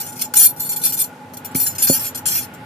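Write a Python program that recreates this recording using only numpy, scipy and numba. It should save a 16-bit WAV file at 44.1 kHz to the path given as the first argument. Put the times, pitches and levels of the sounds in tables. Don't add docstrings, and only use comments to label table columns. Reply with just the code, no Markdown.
import sys
import numpy as np
from scipy import signal
from scipy.fft import rfft, irfft
from scipy.io import wavfile
from scipy.ndimage import uniform_filter1d
from numba import njit

SR = 44100
rng = np.random.default_rng(int(sys.argv[2]) if len(sys.argv) > 2 else 0)


def voltage_ratio(level):
    return 10 ** (np.asarray(level, float) / 20)


def output_pcm(signal):
    pcm = np.clip(np.atleast_2d(signal).T, -1, 1) * 32767
    wavfile.write(sys.argv[1], SR, np.round(pcm).astype(np.int16))


N = 116865
MID_TO_SIDES = np.array([[1], [-1]])


def ring_mode(x, hz, t60):
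    return signal.lfilter([1], [1, -np.exp(2j * np.pi * hz / SR - np.log(1000) / (t60 * SR))], x)


def add(out, x, s):
    start = max(int(s * SR), 0)
    length = min(x.shape[-1], N - start)
    out[:, start:start + length] += x[..., :length]


def read(table, hz):
    table = np.array(table)
    return np.interp(np.log(hz), np.log(table[:, 0]), table[:, 1])


def walk(rate_hz):
    hold = int(SR / rate_hz)
    stairs = np.repeat(rng.standard_normal(N // hold + 1), hold)
    return 1.3 * uniform_filter1d(uniform_filter1d(stairs, hold), hold)[:N]


# [f/Hz, level/dB per Hz]
AIR_COLOUR = [(30, -56.5), (100, -10.5), (250, -11.5), (600, -14), (1100, -22), (2000, -26), (4000, -36.5),
              (14300, -40.5)]
# [f/Hz, width/Hz, level/dB]
FAN_HOUSING = [(98, 14, -48), (151, 46, -45.5), (251.1, 13.5, -46), (506, 93, -52), (845, 23.4, -43),
               (1442, 37, -52)]
AIR_DB, AIR_RISE_DB = -42.5, 7
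RUMBLE_RISE_S, RUMBLE_RISE_DB = 1.42, 9


def air():
    size = 2 ** 17
    t, f = np.arange(N) / SR, np.fft.rfftfreq(size, 1 / SR) + 1
    later = 1 / (1 + np.exp((RUMBLE_RISE_S - t) / .03))
    out = 0
    for hz in 30 * 2 ** np.arange(0, 9.1, .5):
        band = np.maximum(1 - 2 * abs(np.log2(f / hz)), 0) ** .5
        shape = voltage_ratio(read(AIR_COLOUR, f)) * band
        mid, side = (irfft(rfft(rng.standard_normal(size)) * shape)[:N] for _ in range(2))
        level_db = 1.7 * walk(7.7) + later * (1000 < hz < 4000) * AIR_RISE_DB
        out = out + voltage_ratio(level_db) * (mid + min((hz / 1100) ** 1.6, .9) * side * MID_TO_SIDES)
    out = out * voltage_ratio(AIR_DB) / out.std()
    for hz, width, db in FAN_HOUSING:
        mid, side = (ring_mode(rng.standard_normal(N), hz, 2.2 / width).real for _ in range(2))
        rise_db = RUMBLE_RISE_DB * (hz < 130) * later
        gain = voltage_ratio(db + rise_db + 0.99 * walk(14.0)) / mid.std()
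        out = out + gain * (mid + min(hz / 3000, .9) * side * MID_TO_SIDES)
    return out


@njit
def bank(x, poles, ears, late):
    out = np.zeros((2, len(x)))
    for k in range(len(poles)):
        z = 0j
        for i in range(late[k], len(x)):
            z = z * poles[k] + x[i - late[k]]
            out[0, i] += (ears[0, k] * z).imag
            out[1, i] += (ears[1, k] * z).imag
    return out


FOCUS_DB, FOCUS_WIDTH = 6, 0.026
PAN_SCATTER_DB, LAG_SCATTER, LEFT_DB = 2.5, 1, 1.06
SPREAD_S, DETUNE = .002, 0.00084


def ring_steel(force, hz, mode_db, t60, scatter_db, focus_hz):
    place, pan, lag, tune, late = rng.standard_normal((len(hz), 5)).T
    focus = np.exp(-(np.log(hz / focus_hz) / FOCUS_WIDTH) ** 2)
    gain_db = mode_db + scatter_db * np.tanh(place) + FOCUS_DB * focus
    ear = voltage_ratio((LEFT_DB + PAN_SCATTER_DB * pan) / 2) * np.exp(1j * LAG_SCATTER * lag)
    poles = np.exp(2j * np.pi * hz * (1 + DETUNE * tune) / SR - np.log(1000) / (t60 * SR))
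    late_samples = (abs(late) * SPREAD_S * SR / 2).astype(np.int64)
    return bank(force, poles, voltage_ratio(gain_db) * np.array([ear, 1 / ear]), late_samples)


RING = [(-21, 0.1), (-7, 0.057), (-13, 0.26), (-8, 0.804), (-13, 0.19), (1, 0.046), (1.5, 0.056),
        (-14, 0.26), (0.5, 0.13), (-0.5, 0.23), (-12.5, .2)]
RING_HZ = [2396, 4414, 6040, 7031, 8990, 9030, 10164, 12290, 12317, 13812, 13835]
LOOPS = [(-20.5, 0.34), (-18.5, 0.29), (-26.5, 0.45), (-18, .3), (-6.5, 0.097), (-11, 0.24), (-8, .15),
         (-6, 0.063), (-17, 0.16), (-13.5, 0.15), (-6.5, 0.33), (-6.5, 0.17), (-5.5, 0.067), (-23, 0.076)]
LOOP_HZ = [3553, 4100, 5351, 5862, 7375, 7704, 8580, 9528, 9663, 10347, 11647, 11850, 12010, 12385]
# [f/Hz, level/dB]
CLATTER = [(1200, -17.5), (2500, -12), (3900, -12), (5000, -5), (7500, -6), (10000, -6), (12500, -3.5),
           (14300, 0.5)]
# [f/Hz, half width/Hz]
GAPS = [(3880, 130), (4800, 170), (6720, 130), (8170, 200), (9940, 110), (11000, 450), (13020, 400)]
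GAP_DB = -20
CONTACTS_PER_S, CONTACT_SCATTER_DB, CHATTER_FADE_DB = 500, 4.5, -7
PLACE_SCATTER_DB, CLATTER_SCATTER_DB, CLATTER_T60_S = 4, 5.5, .06
SCRAPE_DB, STEEL_DB, ATTACK_S = -0.7, -11.5, 0.00056


def clink(db, focus_hz, free_s, clatter_db, ring_db, grip_t60, weak_hz, size=5000):
    t = np.arange(size) / SR
    free_s = max(free_s, .003)
    where, force, rub = rng.random(size), rng.exponential(size=size), rng.standard_normal(size)
    fade = voltage_ratio(CHATTER_FADE_DB * t / free_s) / (1 + (t / free_s) ** 8)
    contacts = (where < CONTACTS_PER_S / SR) * voltage_ratio(CONTACT_SCATTER_DB * (np.minimum(force, 2) - 1.0))
    hits = contacts * fade + (t == 0)
    hits = hits / np.linalg.norm(hits)
    rub = rub * fade / np.linalg.norm(fade)

    strong_db, strong_t60 = np.array(RING + LOOPS).T
    strong_db = strong_db + ring_db * (np.arange(len(strong_db)) < len(RING))
    strong_hz = np.array(RING_HZ + LOOP_HZ)
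    strong = ring_steel(hits + 0.19 * rub, strong_hz, strong_db, strong_t60, PLACE_SCATTER_DB, focus_hz)

    gap_db = GAP_DB * sum(np.exp(-((weak_hz - hz) / width) ** 4) for hz, width in GAPS)
    weak_db = read(CLATTER, weak_hz) + gap_db + clatter_db - 5.5
    scrape = hits + voltage_ratio(SCRAPE_DB) * rub
    weak = ring_steel(scrape, weak_hz, weak_db, CLATTER_T60_S, CLATTER_SCATTER_DB, focus_hz)

    grip = voltage_ratio(-60 * np.maximum(t - free_s, 0) / grip_t60) * (1 - np.exp(-t / ATTACK_S))
    return (strong + weak) * grip * voltage_ratio(db + STEEL_DB)


# [t/s, level/dB, loudest f/Hz, free time/s, clatter level/dB]
TOSS = [(0.0004, -14.5, 13900, 0.021, -1.5), (0.0144, -26, 13800, 0.064, 8),
        (0.063, -20.5, 11100, 0.046, -1), (0.1182, -24.5, 12900, 0.033, -4.5), (0.155, -29, 9800, 0.076, 9),
        (0.2134, -8, 10600, 0.012, 0), (0.337, -9.5, 10700, 0.0092, -2), (0.367, 3, 9030, 0.036, -26),
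        (0.391, 0, 10400, 0.054, -5), (0.42, -1.5, 13800, 0.029, -10), (0.4454, -2.5, 9100, 0.013, -4.5),
        (0.4544, -2, 12300, 0.017, -36), (0.474, -14, 12500, 0.035, -37.5)]
SHAKE = [(0.596, -11, 12200, 0.029, -10), (0.6305, -15, 12850, 0.018, -13), (0.648, -15, 12600, 0.032, -11),
         (0.69, -9, 11670, 0.022, -21), (0.716, -12.5, 13380, 0.023, -4.5),
         (0.7597, -12.5, 12200, 0.019, -8), (0.789, -26, 12600, 0.068, 3.5),
         (0.814, -10.5, 13200, 0.039, -13.5), (0.836, -3, 9320, 0.028, -6.5),
         (0.858, -7, 13000, 0.023, -3.5), (0.8863, -11.5, 14700, 0.027, -6.5),
         (0.9216, -10, 11400, 0.032, -4.5), (0.966, -11.5, 8990, 0.025, -9.5),
         (1.0364, -18.5, 14100, 0.0098, -1)]
SWING = [(1.335, -36, 3770, 0.015, 11), (1.3685, -21, 12850, 0.0051, -3), (1.446, -20, 13900, 0.016, -2.5),
         (1.511, -34.5, 7700, 0.013, -10), (1.5561, -7, 13750, 0.046, -19.5), (1.599, -8, 13100, 0.022, -6),
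         (1.6238, -8.5, 13550, 0.065, -14.5), (1.6622, -16, 10600, 0.013, 5),
         (1.6983, -30, 13560, 0.042, 6), (1.7483, -29, 14200, 0.018, 10), (1.7811, -19, 7030, 0.0435, 8.5),
         (1.8194, -3.5, 10630, 0.038, -3.5), (1.8691, -8.5, 14200, 0.042, 4),
         (1.8933, -9, 7020, 0.043, -10.5), (1.9262, -13.5, 13890, 0.06, 8.5),
         (1.992, -20.5, 13800, 0.082, 9.5), (2.0427, -16.5, 14500, 0.031, 2),
         (2.0637, -17, 11460, 0.027, -1)]
LAY = [(2.1463, -18, 11800, 0.017, 3.5), (2.1717, -18, 11100, 0.02, -1), (2.2552, -6.5, 10520, 0.037, -1),
       (2.2797, -15, 12650, 0.071, 9), (2.3095, -16, 9560, 0.11, 9.5), (2.3491, -12, 11840, 0.047, 5.5),
       (2.3811, -19, 12650, 0.047, -4), (2.4186, -26, 11400, 0.034, 9), (2.5368, -30.5, 12370, 0.015, -6)]
# [t/s, level/dB, loudest f/Hz, free time/s, clatter level/dB]
FURTHER = [(0.192, -15, 12800, 0.065, 2.5), (0.352, -6.5, 12200, 0.031, -0.5), (.561, -25, 12300, 0.06, -4.5),
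           (.989, -6, 9000, 0.035, -9), (1.005, -8, 10600, 0.028, -20.5), (1.546, -16.5, 3525, 0.023, 2)]
# [ring level/dB, grip t60/s]
HANG = [
    (-1, 0.027),
    (-0.5, 0.12),
    (-0.5, 0.13),
    (-3, .06),
    (-1.5, .04),
]
# [t/s, level/dB, f/Hz]
BUMPS = [
    (0.34, -16, 1480),
    (1.552, -17.5, 2300),
    (1.665, -22.5, 1670),
    (2.262, -21, 1457),
]
BUMP_T60_S = 0.018


def steel():
    out = np.zeros((2, N))
    weak_hz = 1200 + 12900 * (np.arange(64) + rng.random(64)) / 64
    for clinks, hang in zip((TOSS, SHAKE, SWING, LAY, FURTHER), HANG):
        for s, *blow in clinks:
            add(out, clink(*blow, *hang, weak_hz), s)
    for s, db, hz in BUMPS:
        bump = ring_mode(np.arange(3000) == 0, hz, BUMP_T60_S).imag
        add(out, voltage_ratio(db) * np.array([[1.], [.5]]) * bump, s)
    return out


# [t/s, f/Hz, level/dB, hold/s,
# left over right level/dB]
SING = [(0.365, 12305.0, -10.0, 0.011, 2.0), (0.37, 8994.0, -9.0, 0.02, 5.0),
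        (0.383, 12295.0, -11.0, 0.03, 0.0), (0.393, 6032.0, -16.0, 0.026, 2.0),
        (0.396, 10167.0, -6.0, 0.028, 5.0), (0.398, 7023.0, -23, 0.061, 8.0),
        (0.418, 13810.0, -7.0, 0.028, 5.0), (0.446, 9018.0, -9.0, 0.013, -2.0),
        (0.446, 12316.0, -9.0, 0.02, 8.0), (0.454, 10172.0, -10.0, 0.011, -13.0),
        (0.487, 12319.0, -20.0, 0.024, 4.0), (0.763, 12292.0, -20.0, 0.021, -4.0),
        (0.93, 12314.0, -21.0, 0.022, -1.0), (0.989, 9003.0, -18.0, 0.029, 0.0),
        (0.989, 12308.0, -17.0, 0.025, 0.0), (0.996, 13815.0, -17.0, 0.03, 5.0),
        (0.998, 10165.0, -18.0, 0.025, 8.0), (1.556, 8990.0, -22.0, 0.02, 0.0),
        (1.556, 10164.0, -21.0, 0.05, 0.0), (1.557, 13796.0, -17.0, 0.016, -4.0),
        (1.598, 12309.0, -20.0, 0.029, -3.0), (1.599, 13818.0, -16.0, 0.044, 3.0),
        (1.612, 10168.0, -20.0, 0.067, 1.0), (1.662, 10164.0, -19.0, 0.02, 0.0),
        (1.781, 7031.0, -23.0, 0.029, 12.0), (1.821, 7022.0, -20.0, 0.016, 7.0),
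        (1.822, 4414.0, -27.0, 0.03, -4.0), (1.822, 8990.0, -20.0, 0.028, 0.0),
        (1.823, 12300.0, -12.0, 0.019, -6.0), (1.824, 10170.0, -12.0, 0.021, -2.0),
        (1.853, 13811.0, -19.0, 0.114, 1.0), (1.868, 4412.0, -22.0, 0.078, -9.0),
        (1.881, 7027.0, -16.0, 0.06, 9.0), (1.892, 10161.0, -15.0, 0.073, 3.0),
        (1.923, 13811.0, -14.0, 0.032, 2.0), (1.929, 12300.0, -18.0, 0.03, 0.0),
        (2.26, 10355.0, -14.0, 0.017, 10.0), (2.275, 11650, -25, 0.07, 0), (2.34, 5862, -30, 0.06, 4),
        (1.823, 11650, -21, .09, 0),
    (2.005, 11650, -25, .075, 0),
    (2.36, 12385, -24, .05, 0),
]
SING_DB, SING_RISE_S, SING_T60_S, SING_WOBBLE_DB = -3.5, .003, .045, 1.5


def sing():
    out, t = np.zeros((2, N)), np.arange(9000) / SR
    for s, hz, db, hold_s, pan_db in SING:
        hz = min(RING_HZ + LOOP_HZ, key=lambda mode_hz: abs(mode_hz - hz))
        turn = 2 * np.pi * rng.random(3)
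        wobble_db = SING_WOBBLE_DB * np.sin(turn[2] + 2 * np.pi * 31 * t)
        touched_db = -60 * np.maximum(t - hold_s, 0) / SING_T60_S
        shape = np.tanh((t / SING_RISE_S) ** 2) * voltage_ratio(touched_db + wobble_db)
        sides = voltage_ratio(db + SING_DB + np.array([[pan_db], [-pan_db]]) / 2)
        lag = np.array([[0], [np.sin(turn[1])]])
        add(out, sides * shape * np.sin(2 * np.pi * hz * t + turn[0] + lag), s)
    return out


# [t/s, level/dB, push/s]
KNOCKS = [
    (1.5497, -8, 0.0031),
    (1.8982, -5.5, 0.0014),
]
# [f/Hz, level/dB, t60/s]
TABLE_TOP = [(114, -37, 0.11), (166, -16, 0.14), (266, -6, 0.093), (360, 3.5, 0.016), (541.5, -7, 0.091),
             (594, -4.5, 0.015)]


def table():
    out, t = np.zeros((2, N)), np.arange(8000) / SR
    for s, db, push_s in KNOCKS:
        push = np.sin(np.pi * np.minimum(t / push_s, 1)) ** 2
        push = push / push.sum()
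        knock = sum(voltage_ratio(mode_db) * ring_mode(push, hz, t60).imag for hz, mode_db, t60 in TABLE_TOP)
        add(out, -voltage_ratio(db) * knock, s)
    return out


ROOM_T60_S, ROOM_DB = 0.12, -10


def scene():
    near, t = steel() + sing(), np.arange(8000) / SR
    tail = rng.standard_normal((2, len(t))) * voltage_ratio(-60 * t / ROOM_T60_S) * (t > .003)
    tail = tail / np.sqrt((tail ** 2).sum(axis=1, keepdims=True))
    room = voltage_ratio(ROOM_DB) * signal.fftconvolve(near, tail, axes=1)[:, :N]
    return near + room + table() + air()


def top_cut(x):
    return signal.sosfilt(signal.butter(12, 14350, fs=SR, output="sos"), x)


MIC_LOW_HZ, TOP_HZ, LIMIT = 111, 14250, .98


def record(dry):
    x = signal.sosfilt(signal.butter(4, MIC_LOW_HZ, "high", fs=SR, output="sos"), dry)
    x = signal.sosfilt(signal.ellip(12, .3, 90, TOP_HZ, fs=SR, output="sos"), x)
    mix = np.clip(x, -LIMIT, LIMIT)
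    return top_cut(mix)


dry = scene()
out = record(dry)
output_pcm(out)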